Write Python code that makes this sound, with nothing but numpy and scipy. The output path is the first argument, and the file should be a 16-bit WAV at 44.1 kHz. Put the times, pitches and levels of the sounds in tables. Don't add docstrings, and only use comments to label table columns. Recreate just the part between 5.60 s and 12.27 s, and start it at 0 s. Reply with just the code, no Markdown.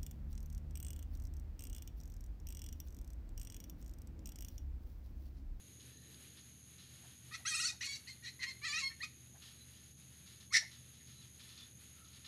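import sys
import numpy as np
from scipy import signal
from scipy.fft import rfft, irfft, next_fast_len
from scipy.io import wavfile
from scipy.ndimage import uniform_filter1d

SR = 44100
rng = np.random.default_rng(int(sys.argv[2]) if len(sys.argv) > 2 else 0)


def generate_wav(sig):
    pcm = np.round(np.clip(np.atleast_2d(sig).T, -1, 1) * 32767).astype(np.int16)
    wavfile.write(sys.argv[1], SR, pcm)


N = 294367
TIME = np.arange(N) / SR
BAND_LIMIT_HZ = 14000

# frequency_hz, level_db
HUM_PARTIALS = [(62.5, -104), (75.5, -68.5), (93.5, -73.5), (120, -71), (125, -75), (187.5, -78),
                (240, -78.5)]
# frequency_hz, relative_db
RUMBLE_SPECTRUM = [(12, -50), (20, -18), (48, -34), (52, -18), (64, -9), (97, -7.5), (123, 4), (151, -2.5),
                   (315, -13), (676, -28), (900, -31), (1170, -60), (1980, -120)]
PUFF_SPECTRUM = [(350, -40), (680, 6), (900, 1), (1200, -6), (1900, -2), (3000, -32), (9000, -40)]
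RUSH_SPECTRUM = [(100, -9), (280, 2), (450, -6), (800, -23), (2000, -33), (8000, -75)]
HISS_SPECTRUM = [(300, -10.5), (1000, -10), (1500, -5), (1900, -3), (4000, 0.5), (5600, -10), (7700, -10),
                 (9500, -3), (11000, -1), (12100, -4), (12500, -17), (14000, -25)]
KATYDID_SPECTRUM = [(6500, -44), (8000, -16.5), (9500, 2.5), (10900, 3.5), (11500, 0.5), (12100, -2.5),
                    (12500, -13), (14000, -34)]
SCUFF_SPECTRUM = [(600, -28), (1050, -10), (1350, -13.5), (1600, -13.5), (2500, -3.5), (3500, 4), (4300, 2),
                  (5500, -5.5), (8000, -15.5), (13000, -25)]
# peak_s, level_db
PUFFS = [(1.45, -69), (1.81, -70.5), (2.14, -67.5), (3.76, -69), (5.03, -64)]
# time_s, level_db
RUSH_ENVELOPE = [(0, -71.5), (.5, -69.5), (1.0, -80), (1.6, -84), (2.5, -78), (6.7, -87)]
# stroke_rate_hz, level_db
KATYDIDS = [(100.2, -80), (109.6, -71.5), (114.5, -75)]
# centre_hz, bandwidth_hz, level_db
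CRICKETS = [(6628, 310, -66), (6274, 280, -73.5)]
# start_s, level_db, fade_s
SCUFFS = [(.195, -63.5, 0.044), (.3, -71.5, 0.16), (0.542, -52, 0.0028), (.68, -70, 0.054),
          (.77, -62.5, 0.044), (1.18, -62.5, 0.095), (1.33, -67, .04), (1.5, -68, 0.036),
          (3.818, -58, 0.08), (4.13, -68, 0.17), (4.66, -62.5, 0.087), (4.8, -61.5, 0.041),
          (5.11, -60, 0.059), (5.335, -67.5, 0.08), (5.47, -65, 0.1), (5.61, -64, 0.047),
          (5.794, -58.5, 0.054), (5.885, -60, .08), (5.975, -56.5, 0.053), (6.44, -65.5, 0.084),
          (6.53, -64, 0.09), (6.643, -56, .08)]
# centre_hz, bandwidth_hz, relative_db
MESH_MODES = [(1340, 155, -18), (1790, 92, -14), (3450, 93, -22.5), (4000, 30, -12.5)]
# peak_s, centre_hz, level_db, half_width_s
WIRE_RINGS = [(.42, 4000, -71.5, 0.11), (.42, 1790, -77, 0.12), (4.02, 4000, -67.5, .03),
              (5.594, 4000, -65, .02), (5.91, 3450, -64, 0.025), (6.016, 3500, -62, 0.037),
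              (6.432, 1340, -74.5, 0.055)]
# delay_s, gain_db
EARLY_REFLECTIONS = [(.00154, -16.5), (.0032, -18), (.0056, -10), (.0084, -11.5)]
# frequency_hz, t60_s
REVERB_TIMES = [(500, 0.35), (2000, 0.35), (5000, 0.31), (12000, 0.12)]
# frequency_hz, relative_db
SQUAWK_TRACT = [(600, -36), (930, -35.5), (1070, -14), (1550, -12), (1850, 5.5), (2100, 4.5), (2500, -2),
                (3000, -5), (3700, -6.5), (4300, 6.5), (4750, -9.5), (5900, -6), (7000, -12.5), (9700, -25),
                (13500, -40.5)]
SQUEAL_TRACT = [(700, -57), (1100, -12), (1300, -5.5), (1650, -10.5), (1900, 6), (2200, 1), (2500, 0.5),
                (2950, -15), (3300, -2.5), (4400, 3.5), (4750, -12.5), (5900, -1), (7000, -9.5),
                (9800, -17), (13500, -43)]
SCREECH_TRACT = [(700, -50), (1000, -48), (1300, -25.5), (1600, -23), (1780, -2.5), (2180, -2.5),
                 (2350, -14), (3200, -19), (3750, -11.5), (4300, -5), (4650, -13), (5600, -1),
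                 (6450, -14.5), (7400, -18.5), (10000, -24), (13000, -42)]
# start_s, length_s, attack_s, pitch_hz, scoop_ratio, level_db,
# subharmonic_start_ratio, subharmonic_end_ratio, roughness_ratio, tilt_db_per_octave
SQUEALS = [(1.710, .044, .04, 1250, .02, -43, .5, .95, .52, -3),
           (1.850, .252, .007, 1252, .02, -40.2, .5, .58, .18, 3.3),
           (4.906, .022, .02, 1075, .01, -47.5, .05, .2, .12, -5.5)]
SQUAWKS = [(2.206, .066, .005, 1110, .21, -41.5, .2, .85, .33, 4),
           (2.272, .09, .003, 1130, .01, -45.3, .05, .7, .27, 4),
           (2.467, .046, .009, 1035, .12, -49.5, .35, .35, .28, 3),
           (2.624, .064, .033, 955, .02, -46.5, .6, .45, .44, .5),
           (2.791, .05, .04, 1030, .02, -39.7, .3, .55, .62, -1.5),
           (2.857, .058, .012, 1062, .02, -45.3, .05, .4, .31, -.5),
           (3.016, .198, .028, 1170, .04, -41, .5, .65, .18, -.7),
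           (3.214, .063, .018, 1088, .01, -40, .12, .02, .09, 2.3),
           (3.298, .019, .014, 915, .02, -52.5, .8, .8, .5, -10),
           (3.400, .047, .008, 1040, .15, -46, .03, .15, .12, -1)]
SCREECH = (4.924, .046, .021, 1850, .24, -25.3, .15, .2, .74, -2.2)
# peak_s, half_width_s, pitch_rise_ratio, gain_db
BREATH_SURGES = [(1.752, .01, .1, 1), (1.882, .019, .32, 4), (1.954, .009, .12, 6), (2.006, .01, .15, 6),
                 (2.061, .02, .245, 7), (2.114, .008, .19, 3), (2.243, .013, .28, 0),
                 (2.498, .013, .05, .5), (2.686, .017, .08, .5), (3.060, .017, .15, 1),
                 (3.148, .022, .08, 1.5), (3.187, .02, .2, 3), (3.438, .013, .23, 4.5),
                 (4.938, .011, .55, 3)]


def gain_of(db):
    return 10 ** (np.asarray(db) / 20)


def unit_rms(x):
    return x / np.sqrt(np.mean(x ** 2) + 1e-20)


def value_at(table, hz):
    table_hz, values = np.transpose(table)
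    return np.interp(np.log(hz + 1), np.log(table_hz + 1), values)


def add(mix, start_s, sound):
    part = mix[round(start_s * SR):][:len(sound)]
    part += sound[:len(part)]


def shaped(x, spectrum):
    size = next_fast_len(len(x) + 1024)
    response = gain_of(value_at(spectrum, np.fft.rfftfreq(size, 1 / SR)))
    return unit_rms(irfft(rfft(x, size) * response, size)[:len(x)])


def tilted(x, db_per_octave):
    octaves = np.log2((np.fft.rfftfreq(2 * len(x), 1 / SR) + 1) / 3000).clip(-2, 2)
    spectrum = rfft(x, 2 * len(x))
    bands = {k: irfft(spectrum * np.maximum(1 - abs(octaves - k), 0))[:len(x)] for k in range(-2, 3)}
    return sum(gain_of(db_per_octave * k) * band for k, band in bands.items())


def wander(size, rate_hz):
    step = 16
    points = next_fast_len(size // step + 512)
    low_pass = np.exp(-.5 * (np.fft.rfftfreq(points, step / SR) / rate_hz) ** 2)
    slow = unit_rms(irfft(rfft(rng.standard_normal(points)) * low_pass, points))
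    return np.interp(np.arange(size) / step, np.arange(points), slow)


def resonance(hz, bandwidth_hz):
    envelope = wander(N, bandwidth_hz / 2) + 1j * wander(N, bandwidth_hz / 2)
    return (envelope * np.exp(2j * np.pi * hz * TIME)).real


def machinery(rumble_db=-65.5, waver_depth=.11, waver_hz=1.1):
    hum = np.zeros(N)
    for hz, db in HUM_PARTIALS:
        partial = np.sqrt(2) * np.cos(2 * np.pi * (hz * TIME + rng.random()))
        hum += gain_of(db) * partial * (1 + waver_depth * wander(N, waver_hz))
    return hum + gain_of(rumble_db) * shaped(rng.standard_normal(N), RUMBLE_SPECTRUM)


def low_air(puff_width_s=.016):
    envelope = sum(gain_of(db) * np.exp(-((TIME - s) / puff_width_s) ** 2 / 2) for s, db in PUFFS)
    puffs = envelope * shaped(rng.standard_normal(N), PUFF_SPECTRUM)
    rush_db = np.interp(TIME, *np.transpose(RUSH_ENVELOPE))
    return puffs + gain_of(rush_db) * shaped(rng.standard_normal(N), RUSH_SPECTRUM)


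def hiss(level_db=-66, flicker_db=1.94, dip_s=4.352, dip_width_s=.021, dip_db=-12):
    dip = np.exp(-((TIME - dip_s) / dip_width_s) ** 4)
    envelope_db = level_db + flicker_db * wander(N, rate_hz=6.1) + dip_db * dip
    return gain_of(envelope_db) * shaped(rng.standard_normal(N), HISS_SPECTRUM)


def insects(stroke_decay_s=.0014, rate_drift=.0052, cricket_stroke_hz=45.5):
    katydids = np.zeros(N)
    for stroke_hz, db in KATYDIDS:
        strokes = np.cumsum(stroke_hz * (1 + rate_drift * wander(N, rate_hz=2.2))) / SR + rng.random()
        age = strokes % 1 / stroke_hz
        rasps = rng.standard_normal(N) * np.exp(-age / stroke_decay_s)
        katydids += gain_of(db) * shaped(rasps, KATYDID_SPECTRUM)
    wing_phase = 2 * np.pi * np.cumsum(cricket_stroke_hz * (1 + rate_drift * wander(N, rate_hz=3.8))) / SR
    trill = unit_rms(np.exp(.11 * np.cos(wing_phase) + .16 * np.cos(2 * wing_phase)))
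    return katydids + trill * sum(gain_of(db) * resonance(hz, width) for hz, width, db in CRICKETS)


def wires(bandwidth_hz=150):
    return sum(gain_of(db) * np.exp(-((TIME - s) / width_s) ** 2 / 2) * resonance(hz, bandwidth_hz)
               for s, hz, db, width_s in WIRE_RINGS)


def scuffs(rise_s=.0027, grain_depth=.1, grain_hz=150):
    power = np.zeros(N)
    age = np.arange(SR) / SR
    for start_s, db, fade_s in SCUFFS:
        envelope = gain_of(db) * np.minimum(age / rise_s, 1) * np.exp(-(age / fade_s) ** 2 / 2)
        add(power, start_s, envelope ** 2)
    swish = shaped(rng.standard_normal(N) * np.exp(grain_depth * wander(N, grain_hz)), SCUFF_SPECTRUM)
    ring = sum(gain_of(db) * resonance(hz, width) for hz, width, db in MESH_MODES)
    return np.sqrt(power) * unit_rms(swish + ring)


def far_echo(x, delay_s=.46, echo_db=-42, cutoff_hz=2800):
    echo = np.zeros(N)
    low_pass = signal.butter(2, cutoff_hz, fs=SR, output="sos")
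    add(echo, delay_s, gain_of(echo_db) * signal.sosfilt(low_pass, x))
    return echo


def enclosure(x, tail_db=-13, scatter_db=-9, scatter_t60_s=.17, gap_s=.006, arrivals_per_s=3000):
    t = np.arange(SR) / SR
    arrivals = rng.standard_normal((2, SR)) * (rng.random((2, SR)) < arrivals_per_s / SR)
    tail_taps, scatter_taps = arrivals * (t > gap_s)
    hz, age, spectra = signal.stft(tail_taps, SR, nperseg=256)
    decay = gain_of(-60 * age / value_at(REVERB_TIMES, hz)[:, None])
    tail = signal.istft(spectra * decay, SR, nperseg=256)[1][:SR]
    scatter = scatter_taps * gain_of(-60 * t / scatter_t60_s)
    response = gain_of(tail_db) * tail / np.linalg.norm(tail)
    response += gain_of(scatter_db) * scatter / np.linalg.norm(scatter)
    response[0] += 1
    for delay_s, db in EARLY_REFLECTIONS:
        add(response, delay_s, gain_of([db]))
    return signal.fftconvolve(x, response / np.linalg.norm(response))[:N]


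def gesture(call, surges, onset_db, onset_tilt, release_db_per_s,
            scoop_s=.015, sag_hz_per_s=200, jaw_s=.013):
    start_s, length_s, attack_s, pitch_hz, scoop, level_db, sub_start, sub_end, roughness, tilt = call
    age = np.arange(0, length_s + 30 / release_db_per_s, 1 / SR)
    t = start_s + age
    progress = np.minimum(age / length_s, 1)
    surge, surge_db = np.zeros((2, len(t)))
    for peak_s, width_s, rise, db in surges:
        push = np.exp(-((t - peak_s) / width_s) ** 2)
        surge += rise * push
        surge_db += db * push
    breaking = np.clip(-np.gradient(surge, t) / 12, 0, 1)
    hz = (pitch_hz - sag_hz_per_s * age) * (1 - scoop * np.exp(-(age / scoop_s) ** 2)) * (1 + surge)
    attack_db = onset_db * np.maximum(1 - age / attack_s, 0)
    release_db = release_db_per_s * np.maximum(age - length_s, 0)
    effort_db = level_db + attack_db - release_db + surge_db - 2.5 * breaking
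    subharmonics = (sub_start + (sub_end - sub_start) * progress) * np.exp(-surge_db / 3)
    roughness = roughness * (1 + .7 * (progress - .5)) + .35 * breaking
    mouth_tilt = onset_tilt * np.exp(-(age / jaw_s) ** 2) + 2.5 * (progress - .5)
    tilt = tilt + mouth_tilt - 7 * surge + 5 * breaking
    return t, hz, effort_db, subharmonics, np.clip(roughness, 0, 1), tilt


def voice(controls, tract, air=.3, jitter=.042, jitter_hz=260, rasp=.4, rasp_hz=220, odd_db=-4):
    t, hz, effort_db, subharmonics, roughness, tilt = controls
    size = len(t)
    waver = .012 * np.sqrt(roughness) * wander(size, rate_hz=55)
    cycle_jitter = jitter * roughness ** .69 * wander(size, jitter_hz)
    cycles = np.cumsum(hz * (1 + waver + cycle_jitter)) / SR
    order = np.arange(2, 27)[:, None] / 2
    amplitude = np.where(order % 1, subharmonics, 1) * (order * hz < BAND_LIMIT_HZ)
    shimmer_db = 4.8 * np.array([wander(size, rate_hz=32) for _ in order]) * np.minimum(order / 4, 1)
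    amplitude *= gain_of(odd_db * (order % 2 == 1) * (order > 1) + shimmer_db)
    lag = rng.random((len(order), 1))
    folds = shaped((amplitude * np.cos(2 * np.pi * (order * cycles + lag))).sum(0), tract)
    turbulence = shaped(rng.standard_normal(size) * (1 + np.cos(2 * np.pi * cycles)), tract)
    sound = tilted((1 - roughness) * folds + air * roughness * turbulence, tilt)
    sound /= np.sqrt(abs(uniform_filter1d(sound ** 2, size=300)) + 1e-9)
    flutter = unit_rms(np.exp(rasp * roughness * np.tanh(wander(size, rasp_hz))))
    fade = np.clip(np.minimum(t - t[0], t[-1] - t) / .002, 0, 1)
    return t[0], gain_of(effort_db) * sound * flutter * fade


def bat():
    out = np.zeros(N)
    for calls, tract in (SQUEALS, SQUEAL_TRACT), (SQUAWKS, SQUAWK_TRACT):
        for call in calls:
            controls = gesture(call, BREATH_SURGES, onset_db=-15, onset_tilt=-6, release_db_per_s=1100)
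            add(out, *voice(controls, tract))
    controls = gesture(SCREECH, [], onset_db=-23, onset_tilt=9, release_db_per_s=1050)
    add(out, *voice(controls, SCREECH_TRACT, air=1.2, jitter=.118, jitter_hz=310,
                    rasp=.31, rasp_hz=286, odd_db=-6))
    return out


def scene():
    calls = enclosure(bat())
    return (calls + far_echo(calls) + scuffs() + wires() + low_air()
            + machinery() + hiss() + insects())[None]


def record(dry):
    low_pass = signal.firwin(511, BAND_LIMIT_HZ, window=("kaiser", 9), fs=SR)
    return signal.oaconvolve(dry, low_pass[None], "same")


dry = scene()
out = record(dry)
generate_wav(out)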